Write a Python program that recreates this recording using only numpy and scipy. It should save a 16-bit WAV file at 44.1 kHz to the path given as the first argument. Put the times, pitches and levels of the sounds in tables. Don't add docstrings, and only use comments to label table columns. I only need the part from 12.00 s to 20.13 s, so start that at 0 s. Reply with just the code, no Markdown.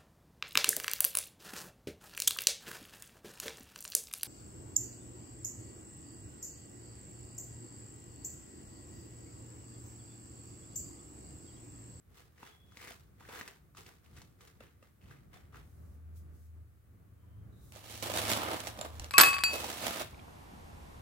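import sys
import numpy as np
from scipy import signal
from scipy.fft import rfft, irfft
from scipy.io import wavfile
from scipy.ndimage import uniform_filter1d

SR = 44100
rng = np.random.default_rng(int(sys.argv[2]) if len(sys.argv) > 2 else 0)


def put_to_file(sound):
    columns = np.atleast_2d(sound).T
    safe = np.clip(columns, -1, 1)
    whole_steps = np.round(safe * 32767)
    wavfile.write(sys.argv[1], SR, whole_steps.astype(np.int16))


def linear_from_db(decibels):
    return 10 ** (np.asarray(decibels, float) / 20)


N = 358533
TIME = np.arange(N) / SR

# (frequency [Hz], relative density [dB per Hz])
PASTE_COLOUR = [(120, -41), (200, -8.5), (394, -0.5), (500, 2), (558, -14), (709, -5.5), (1080, -4),
                (1910, -0.5), (2510, -4.5), (11700, -16), (16000, -15)]
# (start [s], build-up [s], hold [s], drag level [dB], fizz level above the drag [dB])
SPOON_STROKES = [(0.096, 0.066, 0.046, -65, -0.5), (0.353, 0.073, 0.063, -59, -3),
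                 (0.707, 0.12, 0.076, -55.5, -0.5), (1.188, 0.011, 0.11, -66, -4),
                 (1.218, 0.11, 0.068, -52, -2.5), (1.436, 0.028, 0.025, -60, -3.5),
                 (1.754, 0.021, 0.0082, -57, 0), (1.843, 0.028, 0.011, -60.5, -2),
                 (2.02, 0.028, .01, -69, -1.5), (2.084, 0.089, 0.019, -63.5, 1),
                 (2.387, 0.029, 0.038, -63, -1.5), (2.593, 0.013, 0.009, -60.5, -4.5),
                 (2.805, 0.022, .01, -69, -2.5), (2.996, 0.028, .06, -71, -1.5),
                 (3.07, 0.043, .015, -62.5, -4.5), (3.317, .02, 0.0099, -59, -4.5),
                 (3.516, 0.029, 0.024, -60.5, -4.5)]
# (time [s], level [dB], pitch [Hz], snap level above the pop [dB])
SPOON_KNOCKS = [(0.381, -44.5, 1840, -23), (0.43, -34, 950, -29), (0.473, -45, 1370, -15),
                (0.721, -49, 1350, -17), (0.771, -31.5, 2160, -21), (0.827, -35, 2260, -24),
                (0.88, -42, 2030, -13), (0.919, -37, 2300, -17), (1.207, -44, 1340, -21),
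                (1.289, -41, 484, -15), (1.358, -35.5, 1360, -19), (1.4113, -23, 1770, -26),
                (1.477, -31.5, 1840, -14), (1.749, -45.5, 1200, -20), (1.77, -44, 1250, -9),
                (1.863, -43, 2370, -13), (2.061, -49, 2760, -27), (2.171, -44, 1850, -13.5),
                (2.217, -48.5, 905, -8), (2.408, -50, 1180, -9), (2.475, -48.5, 2250, -9),
                (2.607, -42.5, 540, -23), (2.827, -50.5, 503, -19), (3.04, -50, 1900, -22),
                (3.112, -45, 1620, -32), (3.34, -55.5, 480, -6), (3.545, -38.5, 1480, -34)]
# (start [s], length [s], first pitch [Hz], last pitch [Hz], highest pop level [dB])
POP_STRINGS = [(0.787, .14, 1960, 2280, -40.5), (1.21, 0.043, 990, 1600, -46.5),
               (1.291, .11, 700, 2540, -43), (1.455, .04, 1980, 2080, -45),
               (2.171, 0.043, 1620, 2130, -44.5), (2.615, 0.078, 2650, 2750, -55),
               (3.01, .1, 2800, 2850, -56), (3.102, 0.046, 1390, 1790, -50),
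               (3.529, 0.052, 1290, 1480, -45)]
# (frequency [Hz], level above a 500 Hz knock [dB], t60 [s])
TUB_MODES = [(270, -10.5, 0.035), (550, -13, 0.03), (1240, -9, 0.019), (2700, -13.5, 0.027)]
TUB_DB_PER_OCTAVE = -7.5
BUILD_DB = 19.5
SLUMP_DB_PER_S, FIZZ_FADE_DB_PER_S = 161, 144
BUBBLES_PER_S, SQUELCH_POPS_PER_S = 60, 260

# (time [s], rustle level [dB])
PAPER_EFFORT = [
    [(5.715, -99), (5.735, -62.5), (5.84, -63.5), (5.89, -58.5), (6.02, -61), (6.03, -48), (6.12, -48.5),
     (6.16, -41.5), (6.24, -44.5), (6.287, -42), (6.3, -36), (6.36, -41), (6.52, -42.5), (6.66, -54.5),
     (6.75, -61), (6.79, -54), (6.86, -64), (6.98, -62), (7.055, -57.5), (7.1, -71)],
    [(7.49, -55), (7.55, -46), (7.62, -50.5), (7.7, -48.5), (7.76, -51), (7.86, -41.5), (7.94, -46),
     (8.01, -41.5), (8.05, -59), (8.13, -63)],
]
# (time [s], boom level above it [dB], hiss level above it [dB])
PAPER_TONE = [(5.72, 3, 2.5), (5.98, 4, 8.5), (6.06, 2.5, 2), (6.33, 1.5, 2.5), (6.48, 3.5, -4),
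              (6.68, 2.5, 4), (6.78, 5.5, -1.5), (7.0, 4, 0.5), (7.5, 6, 5), (7.75, 1.5, 2.5),
              (8.13, -1, -1)]
# (frequency [Hz], relative density [dB per Hz])
SHEET_COLOUR = [(71, -29), (120, 8), (138, -4.5), (241, 4.5), (402, 1), (617, 7), (1240, 5.5), (4230, -2),
                (15000, -11), (16000, -16)]
# (time [s], level [dB], pitch [Hz], snap level above the pop [dB])
CREASE_SNAPS = [(5.7217, -43.5, 2800, -3.5), (5.76, -41, 600, -9), (6.026, -34, 525, -3),
                (6.063, -34, 597, -12), (6.099, -26.5, 577, -14), (6.138, -24.5, 640, -9),
                (6.154, -25, 700, -23), (6.174, -28, 696, 0.5), (6.183, -23.5, 4280, -6),
                (6.294, -26.5, 676, -3), (6.334, -30, 590, 2), (6.373, -31, 890, -4.5),
                (6.506, -29, 700, -11), (6.603, -39, 630, 5), (6.671, -27, 710, -6.5),
                (6.79, -32, 553, -10), (6.812, -30.5, 630, -2.5), (6.848, -29, 656, -21),
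                (6.997, -38.5, 750, 1.5), (7.044, -38.5, 2140, -4), (7.534, -30.5, 566, -4.5),
                (7.642, -24, 816, -17), (7.838, -25, 680, -28), (7.867, -24, 696, -2.5),
                (8.011, -24.5, 660, -19)]
CRACKLES_PER_S = 70
KICK_DB, KICK_FADE_DB_PER_S = -22.5, 300

# (time [s], clack level [dB], ring level [dB] of the lowest, second and higher modes)
LANDINGS = [(7.109, -25.5, -67, -51, -50), (7.1388, -19, -21, -25, -42), (7.169, -29, -29, -24.5, -44),
            (7.181, -4.5, -17, -45, -42), (7.1945, -5, -25, -25, -16), (7.2, -5, -19.5, -24, -35),
            (7.2095, -5, -23, -22, -13), (7.2123, -24, -17.5, -25, -33), (7.235, -5, -24, -15.5, -25),
            (7.272, -24, -21.5, -18.5, -28), (7.331, -17.5, -32, -27, -28.5),
            (7.3405, -19, -29.5, -26, -35), (7.367, -21, -28.5, -38, -39), (7.384, -21.5, -33, -40, -42),
            (7.389, -21, -34.5, -39, -41), (7.404, -35, -35, -33, -42.5), (7.4368, -11.5, -37, -21.5, -17)]
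# (frequency [Hz], level [dB], t60 [s], left minus right [dB], phase by which the left port leads [rad])
BOWL_MODES = [(1123, -2.5, .5, 5, -1.8), (2585, -.5, .45, 0, 1.5), (4612, -2, .24, 0, -.8),
              (7165, -11, .22, -4, -1.8), (10140, -18, .12, 0, 1.5)]
# (frequency [Hz], relative level [dB])
CLACK_COLOUR = [(150, -4.5), (600, 0), (1500, 9.5), (2600, 7), (5000, 2), (7000, -8), (16000, -79)]
# (time [s], shell level [dB], level of high ring A [dB], level of high ring B [dB])
CUP_CLINKS = [(7.1088, -49, -51, -61), (7.1376, -48.5, -53, -60), (7.1809, -21, -20, -36),
              (7.1997, -27, -40, -43), (7.2118, -26, -30, -19.5), (7.235, -47, -34, -46),
              (7.262, -42, -42, -52), (7.286, -45, -45, -52), (7.342, -45, -55, -55),
              (7.383, -47, -56, -60), (7.4366, -38.5, -42, -42)]
# (frequency [Hz], level [dB], t60 [s], left minus right [dB], phase by which the left port leads [rad])
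SHELL_MODES = [(1320, 1, 0.05, 2, -2), (2320, 0, 0.068, 2, 1.9), (4140, 13.5, 0.0092, -3, 1.2),
               (5160, 13, 0.0071, 3, 1.8)]
HIGH_RING_MODES_A = [(7892, 6, 0.052, 5.5, 1.5), (7900, -7.5, 0.33, 5, 2.9), (9980, -4, 0.06, -2, 1.5),
                     (11640, 6, 0.037, -4, 1.1), (11690, -10, 0.24, -3, 2.4)]
HIGH_RING_MODES_B = [(8700, 1, 0.04, 2, 4.5), (13100, 8, 0.03, -10, 0.5), (14065, -5, 0.15, -2, 0),
                     (14290, -14, 0.12, -6, 1), (15095, -10, 0.15, 5, 2.5)]
# (frequency [Hz], relative density [dB per Hz])
CLATTER_COLOUR = [(150, -7.5), (500, -3), (1500, 4.5), (2200, -0.5), (4000, -6), (6000, -7.5),
                  (10000, -4.5), (16000, -28)]
# (time [s], level [dB], pitch [Hz], t60 [s])
BRIGHT_RINGS = [(6.811, -42.5, 7300, 0.1), (7.4366, -22, 8460, 0.013)]
# (time [s], level [dB], pitch [Hz], t60 [s])
LOW_THUMP = (7, -41, 59, .2)
# (start [s], end [s])
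RATTLE_SPAN = (7.18, 7.435)
RATTLE_DB = 2.4
CHOKE_S = .004
TOUCH_S_PER_DB = .000012
TUMBLE_DB, TUMBLE_FADE_DB_PER_S = -1, 188

# (start [s], build-up [s], hold [s], level [dB])
DRY_BRUSHES = [(3.612, 0.018, 0.32, -78.5), (4.137, 0.028, .01, -67.5), (4.3, .05, 0.11, -76.5),
               (5.498, 0.15, .12, -70)]
BRUSH_FADE_DB_PER_S = 218
# (start [s], end [s], pitch [Hz], bandwidth [Hz], level [dB])
WHISTLES = [(0.425, 0.58, 3380, 110, -72.5), (0.568, 0.753, 3370, 90, -76.5), (5.177, 5.46, 3130, 200, -90),
            (5.225, 5.4, 1000, 60, -83), (5.515, 5.736, 3820, 400, -82.5)]

# (time [s], lower drone level [dB], upper drone level [dB])
DRONE_LEVELS = [(3.4, -75, -79), (3.7, -61, -85), (3.81, -59.5, -71), (4.18, -50.5, -72), (4.4, -57, -75),
                (4.6, -52, -63.5), (4.74, -67, -72), (5.22, -67, -67.5), (5.39, -63, -53.5),
                (5.67, -74, -68.5), (6.22, -54.5, -50), (6.77, -67, -63), (6.88, -52.5, -62),
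                (7.08, -53, -59), (7.2, -70, -62), (7.56, -53.5, -68), (8.09, -84, -83), (8.13, -81, -77)]
# (lower [Hz], upper [Hz])
DRONE_PITCHES = [78, 105]
# (frequency [Hz], relative density [dB per Hz])
TOWN_COLOUR = [(15, -51), (25, -45), (59, -5.5), (108, -8.5), (200, -17), (236, -20.5), (317, -22),
               (416, -26), (1020, -38.5), (1130, -33), (2000, -40.5), (3160, -48.5), (5500, -52),
               (13000, -47), (16000, -46)]
# (time [s], gain [dB])
RUMBLE_SWELL = [(0, -4), (2.5, -1.5), (3.8, 0), (4.3, 1.5), (4.8, -4), (5.7, 1.5), (8.13, 2)]
# (frequency [Hz], left-right correlation [-1 to 1])
PORT_LIKENESS = [(40, 0.69), (150, 0.85), (600, 0.055), (3000, 0.064), (12000, 0.074)]
TOWN_DB = -62

ROOM_T60_S, ROOM_DB, ROOM_TOP_HZ = .25, -10, 5940
TOP_HZ = 16100


def level(x, db):
    return x * linear_from_db(db) / np.sqrt(np.mean(x ** 2))


def curves(table):
    s, *columns = np.transpose(table)
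    return [np.interp(TIME, s, c, left=-120, right=-120) for c in columns]


def response(points, size=2048):
    hz, db = np.transpose(points)
    bins_hz = np.arange(size // 2 + 1) * SR / size
    log_gain = np.interp(np.log(bins_hz + 1), np.log(hz), db) * np.log(10) / 20
    cepstrum = irfft(log_gain)
    cepstrum[1:size // 2] *= 2
    cepstrum[size // 2 + 1:] = 0
    h = irfft(np.exp(rfft(cepstrum)))
    return h / np.abs(h).max()


def band(x, lo_hz, hi_hz):
    return signal.sosfilt(signal.butter(2, [lo_hz, min(hi_hz, .45 * SR)], "band", fs=SR, output="sos"), x)


def wide(noise, lo_hz, hi_hz, alike):
    weights = np.sqrt(np.clip([[1 + alike], [1 - alike]], 0, 2))
    mid, side = band(noise, lo_hz, hi_hz) * weights
    return level(np.array([mid + side, mid - side]), 0)


def walk(rate):
    k = int(SR / rate)
    held = np.repeat(rng.standard_normal(N // k + 1), k)
    return uniform_filter1d(held, k)[:N]


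def swells(start, build, hold, db, fade_db_per_s):
    power, step = 0, 8
    for s, up, keep, top_db in np.broadcast(start, np.maximum(build, step / SR), hold, db):
        t = TIME[::step] - s
        rise_db = np.minimum(BUILD_DB * (t / up - 1), 0)
        fall_db = fade_db_per_s * np.maximum(t - up - keep, 0)
        power = power + linear_from_db(2 * np.maximum(top_db + rise_db - fall_db, -150))
    return np.repeat(np.sqrt(power), step)[:N]


def grit(rate, spread_db, bed_db, smear_s, colour):
    sizes = linear_from_db(spread_db * np.minimum(rng.exponential(size=N), 4))
    slips = (rng.random(N) < rate / SR) * sizes
    bursts = signal.lfilter([1], [1, -np.exp(-1 / (smear_s * SR))], slips ** 2)
    envelope = np.sqrt(bursts / bursts.mean() + linear_from_db(2 * bed_db))
    noise = envelope * rng.standard_normal((2, N))
    return signal.fftconvolve(noise, response(colour)[None], axes=1)[:, :N]


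def ring(hz, t60, pan_db=0, lead=0, rise_s=0.0003, since_s=0):
    t = np.arange(int(t60 * SR)) / SR
    phase = 2 * np.pi * hz * (t + since_s) + np.array([[lead], [0]])
    swing = np.sin(phase) * np.minimum(t / max(rise_s, 1 / SR), 1)
    pan = linear_from_db(np.array([[pan_db], [-pan_db]]) / 2)
    return swing * pan * np.exp(-np.log(1000) * t / t60)


def add(out, s, x):
    i = int(s * SR)
    out[:, i:i + x.shape[-1]] += x[..., :N - i]


def pops(table, turns, snap_s):
    out = np.zeros((2, N))
    bright = wide(rng.standard_normal((2, N + SR // 4)), 1040, 8800, 0.75)
    fade = np.exp(-np.arange(int(6 * snap_s * SR)) / max(snap_s * SR, 1))
    for s, db, hz, snap_db in table:
        tone = ring(hz, turns / hz)
        push = np.minimum(np.arange(tone.shape[1]) * hz / SR / 1.27, 1)
        add(out, s, linear_from_db(db) * tone * push)
        add(out, s, linear_from_db(db + snap_db) * fade * bright[:, int(s * SR):][:, :len(fade)])
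    return out


def scatter(rate, gain, over_db, spread_db, lo_hz, hi_hz, snap_db):
    when, size, pitch = rng.random((int(rate * N / SR), 3)).T
    i = (when * N).astype(int)
    db = 20 * np.log10(gain[i] + 1e-9) + over_db - spread_db * np.log(np.maximum(size, .03))
    rows = np.c_[TIME[i], db, lo_hz * (hi_hz / lo_hz) ** pitch, np.full(len(i), snap_db)]
    return rows[db > -80]


def place(x, pan_db, lag_s):
    t = np.arange(int(ROOM_T60_S * SR)) / SR
    decay = np.exp(-np.log(1000) * t / ROOM_T60_S) * np.minimum(t / 0.0002, 1)
    tail = rng.standard_normal((2, len(t))) * decay
    tail = level(band(tail, 193, ROOM_TOP_HZ) + 1.57 * tail, ROOM_DB) / np.sqrt(len(t))
    left = np.interp(TIME - lag_s, TIME, x[0]) * linear_from_db(pan_db / 2)
    right = x[1] * linear_from_db(-pan_db / 2)
    near = np.array([left, right])
    return near + signal.fftconvolve(near[::-1], tail, axes=1)[:, :N]


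def spoon():
    start, build, hold, drag_db, fizz_db = np.transpose(SPOON_STROKES)
    paste = grit(900, 3.9, -4.5, 0.0013, PASTE_COLOUR)
    push = swells(start, build, hold, drag_db, SLUMP_DB_PER_S)
    wetness = swells(start, build, hold, drag_db + fizz_db, FIZZ_FADE_DB_PER_S)
    drag = wide(paste, 225, 4160, 0.14) * push
    fizz = wide(paste, 2600, 17300, 0.2) * wetness
    knocks = pops(SPOON_KNOCKS, turns=8.6, snap_s=0.0069)
    bubbles = pops(scatter(BUBBLES_PER_S, push, 2.4, 2.4, 600, 3500, -19.5), turns=14.0, snap_s=0.0014)
    return place(drag + fizz + squelch() + knocks + bubbles + tub(), 0.91, -0.000052)


def squelch():
    rows = []
    for (s, length, first_hz, last_hz, db), chance in zip(POP_STRINGS, rng.random((len(POP_STRINGS), 40, 3))):
        when, size, off = chance[:int(SQUELCH_POPS_PER_S * length)].T
        hz = first_hz * (last_hz / first_hz) ** when * (1 + 0.22 * (off - .5))
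        rows += zip(s + when * length, db - 14 * size, hz, np.full(len(hz), -26.))
    return pops(rows, turns=12.2, snap_s=0.0032)


def tub():
    out = np.zeros((2, N))
    for s, db, hz, _ in SPOON_KNOCKS:
        shake_db = db + TUB_DB_PER_OCTAVE * np.log2(hz / 500)
        for mode_hz, mode_db, t60 in TUB_MODES:
            add(out, s, linear_from_db(shake_db + mode_db) * ring(mode_hz, t60))
    return out


def paper():
    s, snap_db = np.transpose(CREASE_SNAPS)[:2]
    handling = linear_from_db(np.max([curves(part)[0] for part in PAPER_EFFORT], axis=0))
    kicks = swells(s, 0, 0, snap_db + KICK_DB, KICK_FADE_DB_PER_S)
    effort = np.hypot(handling, kicks)
    boom_db, hiss_db = curves(PAPER_TONE)
    sheet = grit(600, 3.3, -4, 0.0017, SHEET_COLOUR)
    boom = wide(sheet, 115, 1440, 1.0) * linear_from_db(boom_db)
    rustle = wide(sheet, 890, 4770, 0.48)
    hiss = wide(sheet, 2445, 20900, 0.17) * linear_from_db(hiss_db)
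    crackle = pops(scatter(CRACKLES_PER_S, effort, 7.7, 4.1, 650, 5300, -14.0), turns=3.5, snap_s=0.00068)
    snaps = pops(CREASE_SNAPS, turns=10.5, snap_s=0.0016)
    return place(effort * (boom + rustle + hiss) + crackle + snaps, -4.5, .00027)


def cups():
    out = clacks() + clinks() + clatter()
    for s, db, hz, t60 in BRIGHT_RINGS + [LOW_THUMP]:
        add(out, s, linear_from_db(db) * ring(hz, t60))
    glass = bowl()
    return 0.38 * glass + place(out + 0.17 * glass, 0.29, 0)


def clacks():
    out, clack = np.zeros((2, N)), response(CLACK_COLOUR)
    for s, clack_db, *_ in LANDINGS:
        touch = np.hanning(1.5 + int(-clack_db * TOUCH_S_PER_DB * SR))
        add(out, s, -linear_from_db(clack_db) * np.convolve(clack, touch / touch.sum()))
    return out


def bowl():
    glass = np.zeros((len(BOWL_MODES), 2, N))
    next_s = [row[0] for row in LANDINGS[1:]] + [N / SR]
    for (s, _, *ring_db), end in zip(LANDINGS, next_s):
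        for k, (hz, db, *decay) in enumerate(BOWL_MODES):
            tone = ring(hz, *decay, rise_s=0.0033, since_s=int(s * SR) / SR)
            overrun_s = np.maximum(np.arange(tone.shape[1]) / SR + s - end, 0)
            add(glass[k], s, linear_from_db(db + ring_db[min(k, 2)]) * tone * np.exp(-overrun_s / CHOKE_S))
    loose = (TIME > RATTLE_SPAN[0]) * (TIME < RATTLE_SPAN[1])
    return sum(mode * linear_from_db(RATTLE_DB * walk(150) * loose) for mode in glass)


def clinks():
    out = np.zeros((2, N))
    parts = (SHELL_MODES, HIGH_RING_MODES_A, HIGH_RING_MODES_B)
    for (s, *parts_db), chance in zip(CUP_CLINKS, rng.random((len(CUP_CLINKS), 3, 6, 2))):
        for modes, part_db, luck in zip(parts, parts_db, chance):
            for (hz, db, t60, pan_db, lead), (off, turn) in zip(modes, luck):
                hit_hz = hz * (1 + 0.0031 * (off - .5))
                hit_lead = lead + 2.7 * (turn - .5)
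                add(out, s, linear_from_db(db + part_db) * ring(hit_hz, t60, pan_db, hit_lead))
    return out


def clatter():
    s, shell_db = np.transpose(CUP_CLINKS)[:2]
    jostle = swells(s, 0, 0, shell_db + TUMBLE_DB, TUMBLE_FADE_DB_PER_S)
    return wide(grit(400, 4.1, -13, 0.0021, CLATTER_COLOUR), 100, 14500, 0.35) * jostle


def brushes():
    swish = wide(rng.standard_normal((2, N)), 4700, 20000, 0.084)
    return swish * swells(*np.transpose(DRY_BRUSHES), BRUSH_FADE_DB_PER_S)


def bird():
    out = np.zeros((2, N))
    for t0, t1, hz, width, db in WHISTLES:
        shape = np.clip(np.minimum(TIME - t0, t1 - TIME) / 0.014, 0, 1)
        whistle = band(rng.standard_normal((2, N)), hz - width / 2, hz + width / 2)
        out += shape * level(whistle, db)
    return out


def town():
    log_hz = np.log(np.arange(N // 2 + 1) * SR / N + 1)
    like_hz, likeness = np.transpose(PORT_LIKENESS)
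    colour_hz, colour_db = np.transpose(TOWN_COLOUR)
    alike = np.clip(np.interp(log_hz, np.log(like_hz), likeness), 0, 1)
    colour = linear_from_db(np.interp(log_hz, np.log(colour_hz), colour_db))
    mid, side = rfft(rng.standard_normal((2, N))) * colour * np.sqrt([1 + alike, 1 - alike])
    air = level(irfft([mid + side, mid - side], N), TOWN_DB)
    rumble = signal.sosfiltfilt(signal.butter(1, 1500, fs=SR, output="sos"), air)
    swell_db = curves(RUMBLE_SWELL)[0] + 1.53 * walk(3.87) + 2.6 * walk(13)
    return air + rumble * (linear_from_db(swell_db) - 1) + drones()


def drones():
    out = np.zeros((2, N))
    for hz, db in zip(DRONE_PITCHES, curves(DRONE_LEVELS)):
        phase = 2 * np.pi * np.cumsum(hz * (1 + 0.01494 * walk(8.4))) / SR
        ports = np.array([np.sin(phase) * linear_from_db(0.5), np.sin(phase + 0.71)])
        out += np.sqrt(2) * linear_from_db(db + 1.2 * walk(14)) * ports
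    return out


def scene():
    return spoon() + paper() + cups() + brushes() + bird() + town()


def roll_off(x):
    return signal.sosfilt(signal.butter(12, 16650, fs=SR, output="sos"), x)


def record(dry):
    ceiling = np.tanh(dry / 0.93) * 1.281
    mix = signal.sosfilt(signal.ellip(8, .2, 70, TOP_HZ, fs=SR, output="sos"), ceiling)
    return roll_off(mix)


dry = scene()
out = record(dry)
put_to_file(out)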